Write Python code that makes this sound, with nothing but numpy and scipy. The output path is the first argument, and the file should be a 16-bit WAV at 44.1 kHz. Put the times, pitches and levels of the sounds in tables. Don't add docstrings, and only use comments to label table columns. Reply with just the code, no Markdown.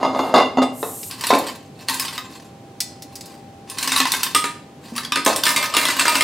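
import sys
import numpy as np
from scipy import signal
from scipy.io import wavfile
from scipy.ndimage import uniform_filter1d, minimum_filter1d

SR = 44100
rng = np.random.default_rng(int(sys.argv[2]) if len(sys.argv) > 2 else 0)


def master(y):
    cut = np.clip(np.atleast_2d(y).T, -1, 1)
    pcm = np.round(cut * 32767)
    wavfile.write(sys.argv[1], SR, pcm.astype(np.int16))


N = 274958
TIME = np.arange(N) / SR


def amp(db):
    return 10 ** (np.asarray(db) / 20)


def unit(x):
    return x / np.sqrt(np.mean(x ** 2) + 1e-20)


def fade(t, t60):
    return np.exp(-np.log(1000) * t / t60)


def read(points, hz):
    freqs, values = np.transpose(points)
    return np.interp(np.log(hz + 1), np.log(freqs + 1), values)


def add(mix, s, sound):
    part = mix[max(round(s * SR), 0):][:len(sound)]
    part += sound[:len(part)]


def coloured(x, colour, tilt=0, ripple_db=0):
    hz = abs(np.fft.fftfreq(len(x), 1 / SR))
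    ripple = np.interp(hz, np.geomspace(800, 17000, 44), rng.standard_normal(44)) * (hz > 800)
    octaves = np.log2(np.maximum(hz, 700) / 1000)
    db = read(colour, hz) + np.clip(tilt, -6, 6) * octaves + ripple_db * ripple
    response = np.exp(np.conj(signal.hilbert(np.log(amp(db)))))
    return np.fft.ifft(np.fft.fft(x) * response).real


def ringing(notes, t60, t):
    hz, db = np.transpose(notes)[:, :, None]
    size = amp(db) / np.sqrt(np.sum(amp(db) ** 2) / 2)
    return size * np.sin(2 * np.pi * hz * t) * fade(t, t60 * (2000 / hz) ** .25)


def struck(sines):
    strengths = unit(rng.uniform(0.037, 1, len(sines)))
    return (strengths * rng.choice([-1, 1], len(sines))) @ sines


def hits(rows, colour, notes, ring_db, ring_t60, note_t60, crack_s, rattle_db, rattle_t60, ripple_db):
    t, out = np.arange(2 ** 15) / SR, np.zeros(N)
    sines = ringing(notes, ring_t60, t)
    burst = np.exp(-t / crack_s) + amp(rattle_db) * fade(t, rattle_t60)
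    for s, db, tilt, note_hz, note_db in rows:
        contact = coloured(burst * rng.standard_normal(len(t)), colour, tilt, ripple_db)
        contact /= np.sqrt(np.mean(contact[:SR // 150] ** 2))
        note = ringing([(note_hz, 0)], note_t60, t)[0]
        add(out, s, amp(db) * (contact + amp(ring_db) * struck(sines) + amp(note_db) * note))
    return out


def chatter(colour, notes, per_s, spread_db, grain_s, ring_db, ring_t60, ripple_db=0, spots=12):
    t, out = np.arange(2 ** 14) / SR, np.zeros(N)
    sines = ringing(notes, ring_t60, t)
    for _ in range(spots):
        burst = np.exp(-t / grain_s) * rng.standard_normal(len(t))
        grain = unit(coloured(burst, colour, ripple_db=ripple_db))
        sizes = amp(spread_db * np.minimum(rng.exponential(1, N), 3)) * rng.choice([-1, 1], N)
        clicks = sizes * (rng.random(N) < per_s / spots / SR)
        out += signal.oaconvolve(clicks, grain + amp(ring_db) * unit(struck(sines)))[:N]
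    return unit(out)


def hollow(x, air_hz, width_hz, boost_db):
    return x + amp(boost_db) * signal.lfilter(*signal.iirpeak(air_hz, air_hz / width_hz, SR), x)


def move(start, rise, hold, db, t60):
    t = TIME - start
    return amp(db) * np.clip(t / rise, 0, 1) * fade(np.maximum(t - rise - hold, 0), t60)


def stirred(rows, db, rise_s, t60, tilt_weight):
    t, power = TIME[:SR], np.zeros(N)
    swell = (1 - np.exp(-t / rise_s)) * fade(t, t60)
    for s, hit_db, tilt, *_ in rows:
        add(power, s, (amp(hit_db + tilt * tilt_weight + db) * swell) ** 2)
    return np.sqrt(power)


def with_note(rows, hz, share_db, db_per_tilt):
    return [(s, db, tilt, hz, share_db + db_per_tilt * tilt) for s, db, tilt in rows]


# (frequency [Hz], level [dB])
AIR_COLOUR = [(25, -38), (50, -26), (100, -2.5), (280, -4), (450, -10), (700, -13.5), (1400, -26),
              (3000, -29), (8000, -36.5), (16000, -48)]
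# (time [s], level [dB])
HUM_LEVELS = [(2.2, -53.5), (3.4, -48), (4.7, -54.5)]
def room_tone():
    waver = unit(np.interp(TIME, np.linspace(0, TIME[-1], 70), rng.standard_normal(70)))
    hum_hz = 791 + 2.9 * waver
    hum = np.sqrt(2) * np.sin(2 * np.pi * np.cumsum(hum_hz) / SR)
    hum_gain = amp(np.interp(TIME, *np.transpose(HUM_LEVELS)))
    air = unit(coloured(rng.standard_normal(N), AIR_COLOUR))
    return amp(-42.5) * air + hum_gain * hum


# (frequency [Hz], time to fall 60 dB [s])
ECHO_TIMES = [(150, 0.83), (800, 0.44), (3000, 0.46), (8000, 0.38), (15000, 0.2)]
def echoes(x):
    per_s, first_s = 3000, .003
    bounces = rng.choice([-1., 1.], SR) * (rng.random(SR) < per_s / SR) * (TIME[:SR] > first_s)
    hz, t, bands = signal.stft(bounces, SR, nperseg=256)
    tail = signal.istft(bands * fade(t, read(ECHO_TIMES, hz)[:, None]), SR)[1]
    return signal.fftconvolve(x, tail / np.linalg.norm(tail))[:N]


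# (start [s], rise [s], hold [s], level [dB])
SLIDES = [(.15, .04, .1, -50), (.72, .11, .26, -34.5)]
# (frequency [Hz], level [dB])
SLIDE_COLOUR = [(1500, -25), (5200, -17.5), (8000, -2.5), (12500, -2.5), (16000, -20)]
def sliding_hand():
    motion = sum(move(*row, t60=0.13) for row in SLIDES)
    return motion * unit(coloured(rng.standard_normal(N), SLIDE_COLOUR, ripple_db=2.5))


# (time [s], level [dB], brightness [dB/octave])
TAPS = [(0.626, -28.5, -10), (1.031, -32.5, 0.5), (2.804, -17.5, 2), (3.022, -34.5, 2), (3.155, -31.5, 4.5),
        (3.209, -34.5, 1), (3.257, -39, 13)]
# (frequency [Hz], level [dB])
TAP_COLOUR = [(100, -31), (1200, -15), (2300, -1), (3200, -4.5), (5000, 5), (6200, -0.5), (10000, -5),
              (16000, -13)]
# (frequency [Hz], level [dB])
RIM_NOTES = [(1975, -3.5), (2530, -6), (3596, -2), (4204, 1), (4947, 7), (5080, -6), (5852, -12), (6724, 4),
             (7924, 6), (9001, 8), (11220, -3), (13310, -4)]
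def hand_clinks():
    taps = with_note(TAPS, hz=5120, share_db=-13.5, db_per_tilt=0.3)
    return hits(taps, TAP_COLOUR, RIM_NOTES, ring_db=-11.5, ring_t60=0.38, note_t60=0.063,
                crack_s=0.011, rattle_db=-10, rattle_t60=0.09, ripple_db=2)


# (time [s], level [dB], brightness [dB/octave], main note [Hz], its share [dB])
JAR_BUMPS = [(0.829, -20.5, 0, 447, -5), (1.304, -9, 1, 1043, -6.5), (1.329, -12, -3.5, 279.7, -8.5),
             (4.921, -44, -7, 237.6, 15), (5.264, -16, -7, 297, -11.5), (5.300, -17.5, -21, 220, -16.5)]
# (frequency [Hz], level [dB])
THUD_COLOUR = [(25, -74), (70, -56), (130, -16.5), (230, -5.5), (450, -1), (720, 2.5), (1150, -3.5),
               (1900, -24), (3100, -29), (3800, -19), (6000, -34), (10000, -40), (16000, -55)]
# (frequency [Hz], level [dB])
HELD_NOTES = [(925, -1.5), (1037, 2), (1085, 3.5), (1180, -6), (1570, 0.5), (1760, 1), (1975, 0),
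              (2200, -17), (2555, -1.5), (2632, 0), (3640, 3), (3880, -2.5), (4990, -11)]
def bumped_jar():
    return hits(JAR_BUMPS, THUD_COLOUR, HELD_NOTES, ring_db=-14, ring_t60=0.13, note_t60=0.21,
                crack_s=0.0013, rattle_db=-11, rattle_t60=0.3, ripple_db=4)


# (time [s], level [dB], brightness [dB/octave], rocking time [s])
BASE_KNOCKS = [(0.029, -16.5, -1, .032), (0.148, -21, -2, .01), (0.191, -17.5, 1, .01),
               (0.340, -7.5, 0.8, .095), (0.572, -17.5, -7, .01), (0.584, -15.5, -3, .01),
               (0.619, -15, -0.6, .01)]
def base_strikes(gap_s=.02, loss_db=2.5):
    return [(s + k * gap_s, db - k * loss_db, tilt)
            for s, db, tilt, length in BASE_KNOCKS for k in range(int(length / gap_s) + 1)]


# (frequency [Hz], level [dB])
EMPTY_NOTES = [(447, -4.5), (570, -0.5), (635, 5), (706, 3.5), (770, 6), (827, 1), (1028, -2), (1114, 2),
               (1240, 5), (2010, -3), (2110, -2), (2230, -33), (2740, -9.5), (2810, -2), (3540, -6),
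               (3747, -27), (4247, -26), (4410, -12), (4770, -10), (4953, -7), (5093, -33), (5380, -26),
               (6089, -16.5), (6700, -13.5), (7084, -19), (10100, -25)]
def rocking_jar():
    strikes = with_note(base_strikes(), hz=253.4, share_db=-21, db_per_tilt=-2.5)
    knocks = hits(strikes, THUD_COLOUR, EMPTY_NOTES, ring_db=-3, ring_t60=0.18, note_t60=0.16,
                  crack_s=0.005, rattle_db=-6, rattle_t60=0.19, ripple_db=4)
    roll = move(start=-0.84, rise=0.47, hold=0.79, db=-26, t60=0.58)
    roll += stirred(strikes, db=-1, rise_s=0.011, t60=0.073, tilt_weight=0.67)
    roll *= chatter(THUD_COLOUR, EMPTY_NOTES, per_s=1700, spread_db=-4.5, grain_s=0.0039,
                    ring_db=-5, ring_t60=0.17, ripple_db=1)
    return hollow(knocks + roll, air_hz=265.3, width_hz=10, boost_db=10)


def singing_wall(wall_hz=2811):
    high_notes = [(hz, db) for hz, db in EMPTY_NOTES if hz > 2000]
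    shimmer = stirred(base_strikes(), db=-13, rise_s=0.02, t60=0.25, tilt_weight=3.1)
    shimmer *= chatter(THUD_COLOUR, high_notes, per_s=400, spread_db=1, grain_s=0.0038,
                       ring_db=9, ring_t60=0.33)
    note = stirred(base_strikes(), db=-7.5, rise_s=0.041, t60=0.23, tilt_weight=1)
    note *= chatter(THUD_COLOUR, [(wall_hz, 0)], per_s=560, spread_db=2.5, grain_s=.002,
                    ring_db=16, ring_t60=0.24, spots=2)
    return shimmer + note


# (time [s], level [dB], brightness [dB/octave], main note [Hz])
CLACKS = [(1.111, -29, 0, 4600), (1.21, -28.5, 10, 5680), (1.238, -23.5, -9, 4130), (1.268, -19, 0.5, 9630),
          (1.306, -19, -3.5, 2596), (1.336, -18, -8, 1046), (1.388, -26.5, 7, 1010),
          (1.885, -17.5, -2, 1890), (1.897, -21.5, 8, 905), (1.943, -24, 7.5, 976), (1.997, -19, 4, 5200),
          (2.082, -27, -2, 5200), (2.179, -23.5, -1.5, 1240), (3.699, -29, 16, 5240),
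          (3.785, -21.5, 1.5, 4100), (3.828, -21, 1.5, 9600), (3.875, -17.5, -1, 1073),
          (3.919, -16.5, -2, 3740), (3.962, -13.5, -1, 1128), (3.975, -21, 9, 3700),
          (4.002, -11.5, -2.5, 1106), (4.054, -17.5, -5, 2020), (4.119, -14.5, 2.5, 3580),
          (4.138, -19, -3.5, 2180), (4.232, -15, 2, 9820), (4.963, -24.5, 6, 1166), (4.98, -21, -1.8, 3920),
          (5.049, -25.5, -1, 4750), (5.121, -16, -1.5, 1186), (5.249, -21, 8, 5140),
          (5.361, -16.5, 11, 8850), (5.436, -14.5, 3, 3570), (5.454, -16, 0, 3380),
          (5.739, -17.5, -3, 1270), (5.853, -14, 0.5, 1990)]
# (start [s], rise [s], hold [s], level [dB])
HEAP_SHIFTS = [(1.085, 0.16, 0.12, -27.5), (1.457, 0.011, 0.0091, -34), (1.748, 0.071, 0.12, -44),
               (1.867, 0.03, 0.18, -28), (2.218, 0.035, .12, -43.5), (3.09, 0.046, 0.2, -50),
               (3.666, 0.26, .3, -25.5), (4.807, 0.19, 0.023, -36), (5.254, 0.046, 0.045, -28),
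               (5.426, 0.057, 0.17, -26), (5.73, 0.27, 0.13, -21.5)]
# (frequency [Hz], level [dB])
SHELL_COLOUR = [(30, -66), (250, -11), (500, -10), (800, -3.5), (1060, 5), (1350, 0.5), (2000, 3.5),
                (3800, 5.5), (5200, 5), (6600, -2), (8600, 3), (11500, -5.5), (13500, -5.5), (16000, -13)]
def tumbling_capsules(note_db=-8):
    rows = [(*row, note_db) for row in CLACKS]
    clacks = hits(rows, SHELL_COLOUR, HELD_NOTES, ring_db=-13.5, ring_t60=0.26, note_t60=0.14,
                  crack_s=0.0027, rattle_db=-5.5, rattle_t60=0.18, ripple_db=4.5)
    jostle = sum(move(*row, t60=0.41) for row in HEAP_SHIFTS)
    jostle *= chatter(SHELL_COLOUR, HELD_NOTES, per_s=480, spread_db=9, grain_s=0.019,
                      ring_db=-3.5, ring_t60=0.075, ripple_db=6.5)
    return hollow(clacks + jostle, air_hz=262.6, width_hz=8.2, boost_db=22.5)


# (time [s], level [dB], brightness [dB/octave], main note [Hz])
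DROPS = [(4.348, -11.5, -1.5, 1217), (4.441, -20, -3.5, 1230), (5.158, -15.5, -4.5, 1240),
         (5.262, -12.5, -0.5, 1070), (5.466, -14, -1, 1770), (5.49, -16, 2.5, 2115),
         (5.562, -15, -1.5, 2115), (5.627, -19.5, -2.5, 2105), (5.748, -18.5, -4, 1210),
         (5.767, -12.5, -3, 2810), (5.814, -21, -3, 2144), (5.886, -18, -4, 1990),
         (5.995, -13.5, -2.5, 2690), (6.054, -15.5, -4, 2115), (6.08, -13.5, -0.5, 945),
         (6.154, -14.5, -1.5, 2685), (6.208, -13, -1, 2115)]
# (frequency [Hz], level [dB])
STANDING_NOTES = [(953, 11), (1007, 5), (1206, 7), (1250, 11.5), (1669, -15), (1787, 4.5), (1992, 2),
                  (2120, 4), (2277, -7), (2369, 11.5), (2509, -18), (2697, 9.5), (2830, -16), (3435, 6),
                  (3774, 3.5), (4027, -17), (4414, -5), (4996, 5.5), (5728, -3), (8253, -32)]
# (frequency [Hz], level [dB])
DROP_COLOUR = [(30, -43), (250, -9), (400, -5), (800, -14.5), (1200, -15.5), (1450, 1), (2500, -1),
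               (4000, 1.5), (6500, -3.5), (8200, 1), (11500, -7), (13500, -7), (16000, -13)]
# (frequency [Hz], level [dB])
SETTLE_COLOUR = [(100, -10), (220, 5), (290, -6), (400, -18.5), (600, 19), (1000, -7), (1600, -3.5),
                 (4000, -33), (16000, -53)]
def landing_capsules(bounce_s=.014, bounce_db=-7, note_db=-5.5, heap_from_s=5.2):
    strikes = [(s + k * bounce_s, db + k * bounce_db, tilt, hz, note_db)
               for s, db, tilt, hz in DROPS for k in range(2)]
    landings = hits(strikes, DROP_COLOUR, STANDING_NOTES, ring_db=-6.5, ring_t60=0.3, note_t60=0.18,
                    crack_s=0.0031, rattle_db=-6, rattle_t60=0.26, ripple_db=5)
    skitter = stirred(DROPS, db=-11, rise_s=0.033, t60=0.17, tilt_weight=1)
    skitter *= chatter(DROP_COLOUR, STANDING_NOTES, per_s=400, spread_db=15, grain_s=0.0029,
                       ring_db=-6, ring_t60=0.28, ripple_db=7, spots=8)
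    onto_heap = [row for row in DROPS if row[0] > heap_from_s]
    settling = stirred(onto_heap, db=-13.5, rise_s=0.045, t60=0.71, tilt_weight=.3)
    settling *= chatter(SETTLE_COLOUR, STANDING_NOTES, per_s=300, spread_db=2.5, grain_s=0.0043,
                        ring_db=-5.5, ring_t60=0.65, ripple_db=7)
    return hollow(landings + skitter + settling, air_hz=276, width_hz=12, boost_db=12.5)


# (frequency [Hz], level of left minus right [dB])
ROOM_WIDTH = [(100, -30), (300, -18.5), (700, -9.5), (1500, -5.5), (3000, -4.5), (14000, -2.5)]
def scene():
    jars = rocking_jar() + bumped_jar() + singing_wall() + sliding_hand()
    capsules = tumbling_capsules() + landing_capsules()
    bass_cut = signal.butter(2, 105, "high", fs=SR)
    direct = signal.lfilter(*bass_cut, jars + capsules + hand_clinks())
    echo_gain = amp(-12)
    middle = direct + echo_gain * echoes(direct) + room_tone()
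    wide = echo_gain * echoes(direct) + amp(1.5) * room_tone()
    side = coloured(wide, ROOM_WIDTH) - amp(-37) * direct
    return np.array([middle + side, middle - side])


def record(dry):
    allowed = 1 / np.maximum(abs(dry).max(0), 1)
    gain = uniform_filter1d(minimum_filter1d(allowed, size=129), size=129)
    low_pass = signal.firwin(401, 15900, window=("kaiser", 8), fs=SR)
    return signal.oaconvolve(dry * gain, low_pass[None], "same")


dry = scene()
out = record(dry)
master(out)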